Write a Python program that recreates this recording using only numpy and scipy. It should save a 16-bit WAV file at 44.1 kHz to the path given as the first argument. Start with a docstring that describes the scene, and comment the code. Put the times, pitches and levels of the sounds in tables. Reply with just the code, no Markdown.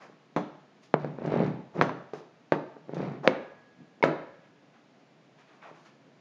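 """A wooden rolling pin knocks on a dough-covered tart pan on a steel counter and rolls over its fluted rim.
Knocks layer crack, thump, boom, rattle and wood ring; rolling is a train of soft bumps, grit and crackle.
The pin drops off the rim and is laid aside, ringing in decaying modes; thin pan ticks join the contacts.
Hands, pin and pan rub dough and flour: resonant clicks under hiss. A metal bowl rings after two hard knocks.
A small kitchen adds noise-built reverberation, over a steady ventilation noise and one soft footfall."""
import sys
import numpy as np
from scipy import signal
from scipy.fft import rfft, irfft
from scipy.io import wavfile

SR = 44100
rng = np.random.default_rng(int(sys.argv[2]) if len(sys.argv) > 2 else 0)


def bounce(signal):
    """Save signal as a 16-bit WAV file at the path given by the first command-line argument."""
    frames = np.transpose(np.atleast_2d(signal))
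    limited = np.clip(frames, -1, 1)
    pcm = np.round(limited * 32767).astype(np.int16)
    wavfile.write(sys.argv[1], SR, pcm)


N = 273684
TIME = np.arange(N) / SR
RING = TIME[:SR // 4]  # time axis of a short ring

# steady ventilation noise: pitch_hz, density_db (per Hz, relative)
AIR_SPECTRUM = [(18, -79), (30, -62), (43, -44.5), (90, -27.5), (143, -2), (207, -4.5), (285, -3.5),
                (343, -7.5), (385, -8), (595, -10), (668, -9), (943, -15.5), (1030, -16.5), (2260, -20.5),
                (7290, -34), (9480, -40.5), (16000, -120)]
AIR_DB = -60

# strokes of hands, pin and pan over dough and flour: start_s, length_s, rub_db, resonance_hz, flour_hiss_db
STROKES = [(0, 0.048, -51, 1180, -65), (0.818, 0.02, -67, 1510, -61.5), (1.737, 0.048, -41.5, 517, -64.5),
           (2.128, 0.06, -50.5, 930, -63.5), (3.229, 0.037, -30.5, 564, -57.5),
           (4.418, 0.036, -67, 1910, -85), (4.726, .05, -66, 1670, -82), (5.374, 0.039, -60.5, 1750, -71),
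           (5.464, .11, -63, 1740, -76), (5.61, 0.082, -50.5, 1375, -71), (5.736, 0.13, -65, 1420, -71.5),
           (5.847, 0.027, -61, 2150, -70)]
STROKE_ATTACK_S, STROKE_RELEASE_T60_S = 0.02, 0.21
STROKE_SAG_OCTAVES_PER_S = 8.2  # the resonance falls as a stroke slows

# the kitchen's reverberation by band: pitch_hz, level_db, t60_s
KITCHEN_BANDS = [(60, -34.5, .3), (114, 2, 1), (158, 11, 0.33), (205, 2, 0.5), (309, 5.5, 0.44),
                 (503, -4, 0.62), (910, 1, 0.62), (1800, -4, 0.66), (3980, -2, 0.56), (7460, -7, 0.21)]

# soft bumps of pin, rim and counter, cushioned by dough: start_s, level_db
BUMPS = [(.097, -41), (1.1853, -24.5), (1.2195, -25), (1.2510, -19.5), (1.2760, -18), (1.3200, -16.5),
         (1.339, -14.5), (1.3610, -16), (1.402, -13), (1.4261, -16.5), (1.7650, -23.5), (1.7914, -16.5),
         (2.205, -37), (2.766, -35), (2.8930, -26), (2.9343, -22.5), (2.9679, -21.5), (3.003, -19.5),
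         (3.029, -23.5), (3.075, -25), (3.2497, -23.5), (4.0068, -37.5), (5.713, -39)]
BUMP_CONTACT_HZ, BUMP_THUMP_HZ, BUMP_T60_S = 620, 400, 0.022
BUMP_THUMP_DB, BUMP_RATTLE_DB, BUMP_BOOM_DB, BUMP_ROOM_DB = -5.5, -18.5, -19.5, -6.5

# knocks of pin and pan on the counter: start_s, level_db (crack, thump and wood together),
# contact_hz (brightness), thump_hz, thump_t60_s, thump_db, rattle_db, boom_db, room_db
KNOCKS = [(0.3633, -13, 965, 298, 0.12, -6, -15.5, -25, -13),
          (.3690, -18, 815, 194.4, 0.15, -10, -4.5, -18, -6),
          (.9405, -4, 847, 560, 0.0093, -31, -24.5, -33, -12),
          (1.0457, -17.5, 705, 496, 0.025, 2, -21, -14.5, -7.5),
          (1.8123, -3.5, 1470, 1284, 0.021, -12.5, -16, -20, -10),
          (1.8209, -15.5, 1580, 580, 0.023, -3, -25, -31.5, 2.5),
          (1.894, -20.5, 1300, 1000, .015, 7.5, -17.5, -32, -21.5),
          (2.1346, -23, 960, 430, 0.092, -5.5, -16, -20.5, -10),
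          (2.5214, -7, 1126, 504, .013, -3.5, -13.5, -19, -7.5),
          (3.2757, 0.63, 2290, 521, 0.057, -9.5, -33, -46, -7.5),
          (4.0383, -4.5, 1580, 536, 0.02, -6, -19, -25, -1.5)]
# the counter's response to a sharp blow: pitch_hz, level_db
COUNTER_SPECTRUM = [(30, -69), (90, -26), (160, 3.5), (280, 1), (550, 2.5), (1000, -2.5), (1800, -2),
                    (3000, -5.5), (4200, -5), (6000, -19), (9000, -37.5)]
BOOM_HZ, BOOM_T60_S = 161.7, .09  # lowest mode of the counter top
# bending modes of the wooden pin: pitch_hz, level_db, t60_s
PIN_MODES = [(443, -6, 0.12), (942, 1.5, 0.074), (2181, 0, 0.06), (3680, -22, 0.035), (4900, -23.5, 0.039),
             (5297, -35, 0.051)]
WOOD_DB, WOOD_CONTACT_HZ = -24.5, 1520  # pin ring in a blow of this brightness; softer contacts ring less

# sharp ticks of the pan's loose base and rim: start_s, level_db (peak)
TICKS = [(0.363, -29), (1.259, -36.5), (1.4625, -38.5), (1.8205, -26.5), (2.135, -40), (2.524, -34.5),
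         (2.945, -41.5), (2.98, -42), (3.011, -47), (3.117, -47.5), (3.278, -28.5), (4.042, -28.5)]
# modes of the thin pan: pitch_hz, level_db, t60_s
PAN_MODES = [(1750, 17, 0.0088), (2900, 7, 0.011), (3448, -2.5, 0.027), (4580, -4, .02),
             (5300, -8.5, 0.023), (6040, -10, .08)]

# pushes of the pin over the rim: crest_s, level_db, swell_s, ebb_s
ROLLS = [(1.006, -39.5, 0.029, 0.066), (1.395, -29, 0.1, 0.062), (1.806, -33, 0.028, 0.029),
         (3.02, -36, 0.067, 0.088)]
# tone of the rolling bumps through pan and counter: pitch_hz, level_db
ROLL_SPECTRUM = [(40, -33), (100, -13), (150, 5.5), (240, 1.5), (450, -4.5), (700, -4.5), (1200, -12),
                 (2200, -15.5), (4000, -36), (7000, -53)]

# shakes of the metal bowl: start_s, level_db
BOWL_SHAKES = [(3.278, -49), (4.04, -55)]
# modes of the metal bowl: pitch_hz, level_db, t60_s
BOWL_MODES = [(1210, 1.5, 0.85), (1665, -2.5, 1.88), (2255, -44, .8)]

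# the pin's end touches down ahead of its whole length: start_s, level_db (peak)
PIN_TOUCH = (4.0263, -10)
FREE_S = .012  # free ringing before the whole length lands

CEILING = .97  # full-scale fraction where peaks are rounded
DULL_TOP_HZ, TOP_HZ = 7200, 12000


def undb(db):
    """Decibels to gain."""
    return 10 ** (np.asarray(db) / 20)


def unit(x):
    """Scale to an rms of one."""
    return x / np.sqrt(np.mean(x ** 2))


def peak(x, db):
    """Scale to a peak level."""
    return x * undb(db) / np.abs(x).max()


def fade(t, t60):
    """Exponential decay, down 60 dB after t60 seconds."""
    return np.exp(-np.log(1000) * t / t60)


def add(track, s, x):
    """Mix a sound into a track at a time."""
    i = max(int(s * SR), 0)
    track[i:i + len(x)] += x[:N - i]


def through(x, response):
    """Pass a sound through an impulse response, keeping its length."""
    return signal.fftconvolve(x, response)[:len(x)]


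def colour(points, size=4096):
    """Minimum-phase impulse response of a (Hz, dB) spectrum, so its energy arrives early."""
    hz, db = np.transpose(points)
    bin_hz = np.arange(size // 2 + 1) * SR / size
    gain = undb(np.interp(np.log(bin_hz + 1), np.log(hz), db))
    cepstrum = irfft(np.log(gain))
    # folding the cepstrum forward makes the response causal
    cepstrum[1:size // 2] *= 2
    cepstrum[size // 2 + 1:] = 0
    return irfft(np.exp(rfft(cepstrum)))


def filtered(x, hz, kind, order=2):
    """Butterworth filter."""
    return signal.sosfilt(signal.butter(order, hz, kind, fs=SR, output="sos"), x)


def modes(table, t):
    """Decaying sines of a struck object."""
    return sum(undb(db) * fade(t, t60) * np.sin(2 * np.pi * hz * t) for hz, db, t60 in table)


def grains(rate, spread_db):
    """Random clicks of either sign and uneven size, at a mean rate per second."""
    happens = rng.random(N) < rate / SR
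    sign = rng.choice([-1, 1], N)
    size = undb(spread_db * (2 * rng.random(N) - 1))
    return unit(happens * sign * size)


def room_air():
    """Steady ventilation noise: white noise shaped by a falling spectrum."""
    return undb(AIR_DB) * unit(through(rng.standard_normal(N), colour(AIR_SPECTRUM)))


def stroke(t, length_s):
    """Attack, hold and release of a sliding contact."""
    attack = np.clip(t / STROKE_ATTACK_S, 0, 1)
    return attack * fade(np.maximum(t - length_s, 0), STROKE_RELEASE_T60_S)


def rubbing(width_octaves=0.91):
    """Dense slips sound through a resonance that sinks during each stroke; flour hisses with them."""
    bands_hz = np.geomspace(400, 3000, 7)[:, None]
    slips = np.array([
        unit(filtered(grains(rate=1200, spread_db=8), [hz / 1.22, hz * 1.22], "band", order=3))
        for hz in bands_hz[:, 0]])
    flour = unit(filtered(rng.standard_normal(N), [1700, 6500], "band"))
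    out = np.zeros(N)
    for s, length_s, db, start_hz, flour_db in STROKES:
        start = max(int(s * SR), 0)
        span = slice(start, int(s * SR) + SR // 2)
        t = TIME[span] - s
        # the moving resonance is a crossfade between fixed bands of slips
        sag_octaves = STROKE_SAG_OCTAVES_PER_S * np.minimum(t, length_s)
        octaves_off = np.log2(bands_hz / start_hz) + sag_octaves
        weights = np.exp(-.5 * (octaves_off / width_octaves) ** 2)
        rub = unit(np.sum(weights * slips[:, span], axis=0))
        add(out, s, stroke(t, length_s) * (undb(db) * rub + undb(flour_db) * flour[span]))
    return out


def kitchen(x, first_s=0.0053, build_s=0.011):
    """Diffuse reflections that build up and then fade at their own rate in each band."""
    t = TIME[:2 ** 15]
    hz, db, t60 = np.transpose(KITCHEN_BANDS)
    noise = np.exp(2j * np.pi * rng.random(len(t) // 2 + 1))  # flat spectrum, random phases
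    log_hz = np.log(np.arange(len(noise)) * SR / len(t) + 1)
    onset = np.clip((t - first_s) / build_s, 0, 1)
    tail = 0
    # each share is one at its own band and zero at the others
    for share, band_db, band_t60 in zip(np.eye(len(hz)), db, t60):
        band = irfft(noise * np.interp(log_hz, np.log(hz), share))
        tail = tail + undb(band_db) * band * unit(onset * fade(t, band_t60))
    return signal.fftconvolve(x, tail)[:N]


def dispersed(x, hz, count=4):
    """Bending waves in sheet steel: all-passes let the treble arrive a little before the bass."""
    g = np.tan(np.pi * min(hz, SR / 4) / SR)
    a = (g - 1) / (g + 1)
    for _ in range(count):
        x = signal.lfilter([a, 1], [1, a], x)
    return x


def contact(x, hz, q=0.96):
    """The pin's mass on a springy contact: a slightly resonant low-pass."""
    w = 2 * np.pi * hz
    return signal.lfilter(*signal.bilinear([w ** 2], [1, w / q, w ** 2], SR), x)


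def blow(db, contact_hz, thump_hz, t60, thump_db, rattle_db, boom_db, room_db,
         spread_hz=2000, rattle_t60=0.13, crack_room_db=-2, beam_hz=2200, lowest_hz=150):
    """A crack, thump and boom of the steel sheet, a short rattle and wood ring, with their own room echo."""
    # dough between pin and metal lengthens the push and dulls the crack
    crack = peak(dispersed(contact(colour(COUNTER_SPECTRUM), contact_hz), spread_hz), 0)
    rattle = unit(through(rng.standard_normal(len(RING)), crack)) * fade(RING, rattle_t60)
    crack = np.pad(crack, (0, len(RING) - len(crack)))
    thump = filtered(modes([(thump_hz, thump_db, t60)], RING), thump_hz / 3, "high", order=1)
    boom = filtered(modes([(BOOM_HZ, boom_db, BOOM_T60_S)], RING), BOOM_HZ / 1.5, "high", order=4)
    wood = contact_hz / WOOD_CONTACT_HZ * peak(modes(PIN_MODES, RING), WOOD_DB)

    gain = undb(db) / np.abs(crack + thump + wood).max()
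    body = gain * (thump + wood)
    body = body + undb(db + rattle_db) * filtered(rattle, lowest_hz, "high")
    body = body + undb(db) * boom
    # the flat sheet beams its treble, so the walls receive a duller crack
    scattered = undb(crack_room_db) * gain * filtered(crack, [lowest_hz, beam_hz], "band", order=1)
    out = undb(room_db) * kitchen(scattered + body)
    add(out, 0, gain * crack + body)
    return out


def knocks_and_bumps(cushion_hz=1800):
    """Hard knocks each strike their own spot; the cushioned bumps share one dull tone."""
    hard, soft = np.zeros((2, N))
    for s, *knock in KNOCKS:
        add(hard, s, blow(*knock))
    for s, db in BUMPS:
        bump = blow(db, BUMP_CONTACT_HZ, BUMP_THUMP_HZ, BUMP_T60_S,
                    BUMP_THUMP_DB, BUMP_RATTLE_DB, BUMP_BOOM_DB, BUMP_ROOM_DB)
        add(soft, s, bump)
    return hard + filtered(soft, cushion_hz, "low")


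def pan_ticks(crack_db=10, crack_t60=0.054, scatter_db=3):
    """Light metal contacts: a noise crack over the pan's modes, mixed afresh for each tick."""
    out = np.zeros(N)
    for s, db in TICKS:
        mix = [(hz, d + scatter_db * rng.standard_normal(), t60) for hz, d, t60 in PAN_MODES]
        ring = modes(mix, RING)
        crack = filtered(rng.standard_normal(len(RING)), [1500, 7000], "band") * fade(RING, crack_t60)
        add(out, s, peak(ring + undb(crack_db) * crack, db))
    return out


def swell(crest_s, rise_s, fall_s):
    """A smooth push that builds to a crest and ebbs."""
    width_s = np.where(TIME < crest_s, rise_s, fall_s)
    return np.exp(-.5 * ((TIME - crest_s) / width_s) ** 2)


def rolling(flutes_per_s=55, jitter=.25, spread_db=2, grit_db=-5, soft_hz=650,
            crackle_per_s=110, crackle_db=-29, crackle_t60=0.016):
    """The pin bumps from flute to flute over flour grit; the rim crackles as it cuts the dough."""
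    pressure = sum(undb(db) * swell(s, rise_s, fall_s) for s, db, rise_s, fall_s in ROLLS)
    # one column varies the spacing of the bumps, the other their level
    chance = rng.standard_normal(size=(1200, 2))
    at = (np.cumsum(np.exp(jitter * chance[:, 0])) * SR / flutes_per_s).astype(int)
    bumps = np.zeros(N)
    bumps[at[at < N]] = undb(spread_db * chance[at < N, 1])
    grit = grains(rate=2300, spread_db=11.5)
    force = filtered(unit(bumps), soft_hz, "low") + undb(grit_db) * grit
    tick = filtered(rng.standard_normal(len(RING)), [1300, 4600], "band") * fade(RING, crackle_t60)
    crackle = unit(through(grains(rate=crackle_per_s, spread_db=0.5), tick))
    rumble = unit(through(force, colour(ROLL_SPECTRUM)))
    return pressure * (rumble + undb(crackle_db) * crackle)


def bowl():
    """A metal bowl on the counter, shaken by two hard knocks, rings faintly in long decaying modes."""
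    out = np.zeros(N)
    for s, db in BOWL_SHAKES:
        add(out, s, undb(db) * modes(BOWL_MODES, TIME))
    return out


def footfall(s=3.82, width_s=0.027, db=-51, low_hz=150, high_hz=270):
    """A soft low thud of band-limited noise as the cook shifts weight."""
    thud = unit(filtered(rng.standard_normal(N), [low_hz, high_hz], "band"))
    return undb(db) * thud * np.exp(-.5 * ((TIME - s) / width_s) ** 2)


def pin_touch(damped_t60=0.021, contact_hz=5000, buzz_db=-24):
    """The pin rings like a woodblock and buzzes lightly on the steel, until the counter damps it."""
    s, db = PIN_TOUCH
    out = np.zeros(N)
    buzz = unit(filtered(rng.standard_normal(len(RING)), [300, 4000], "band")) * fade(RING, 0.12)
    damping = fade(np.maximum(RING - FREE_S, 0), damped_t60)
    ring = (modes(PIN_MODES, RING) + undb(buzz_db) * buzz) * damping
    add(out, s, peak(dispersed(filtered(ring, [250, contact_hz], "band"), 2530), db))
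    return out


def scene(roll_room_db=-3, touch_room_db=-16, tick_room_db=1, rub_room_db=-5):
    """All sources, with room sends for rolling, touch, ticks and rubbing; blows bring their own room."""
    out = knocks_and_bumps() + bowl() + footfall() + room_air()
    sends = [(rolling(), roll_room_db), (pin_touch(), touch_room_db),
             (pan_ticks(), tick_room_db), (rubbing(), rub_room_db)]
    for sound, room_db in sends:
        out = out + sound + undb(room_db) * kitchen(sound)
    return out[None]


def record(dry, air_db=-11, dull_hz=7300):
    """Rounds peaks; a steep low-pass near 7 kHz dulls the sound, with a quiet top band up to 12 kHz."""
    dry = dry / (1 + np.abs(dry / CEILING) ** 12) ** (1 / 12)
    low_pass = signal.ellip(8, .2, 70, DULL_TOP_HZ, fs=SR, output="sos")
    dull = signal.sosfilt(low_pass, filtered(dry, dull_hz, "low", order=5))
    top_band = filtered(dry, 8300, "high", order=8)
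    heard = dull + undb(air_db) * top_band
    return signal.sosfilt(signal.ellip(8, .2, 70, TOP_HZ, fs=SR, output="sos"), heard)


dry = scene()
out = record(dry)
bounce(out)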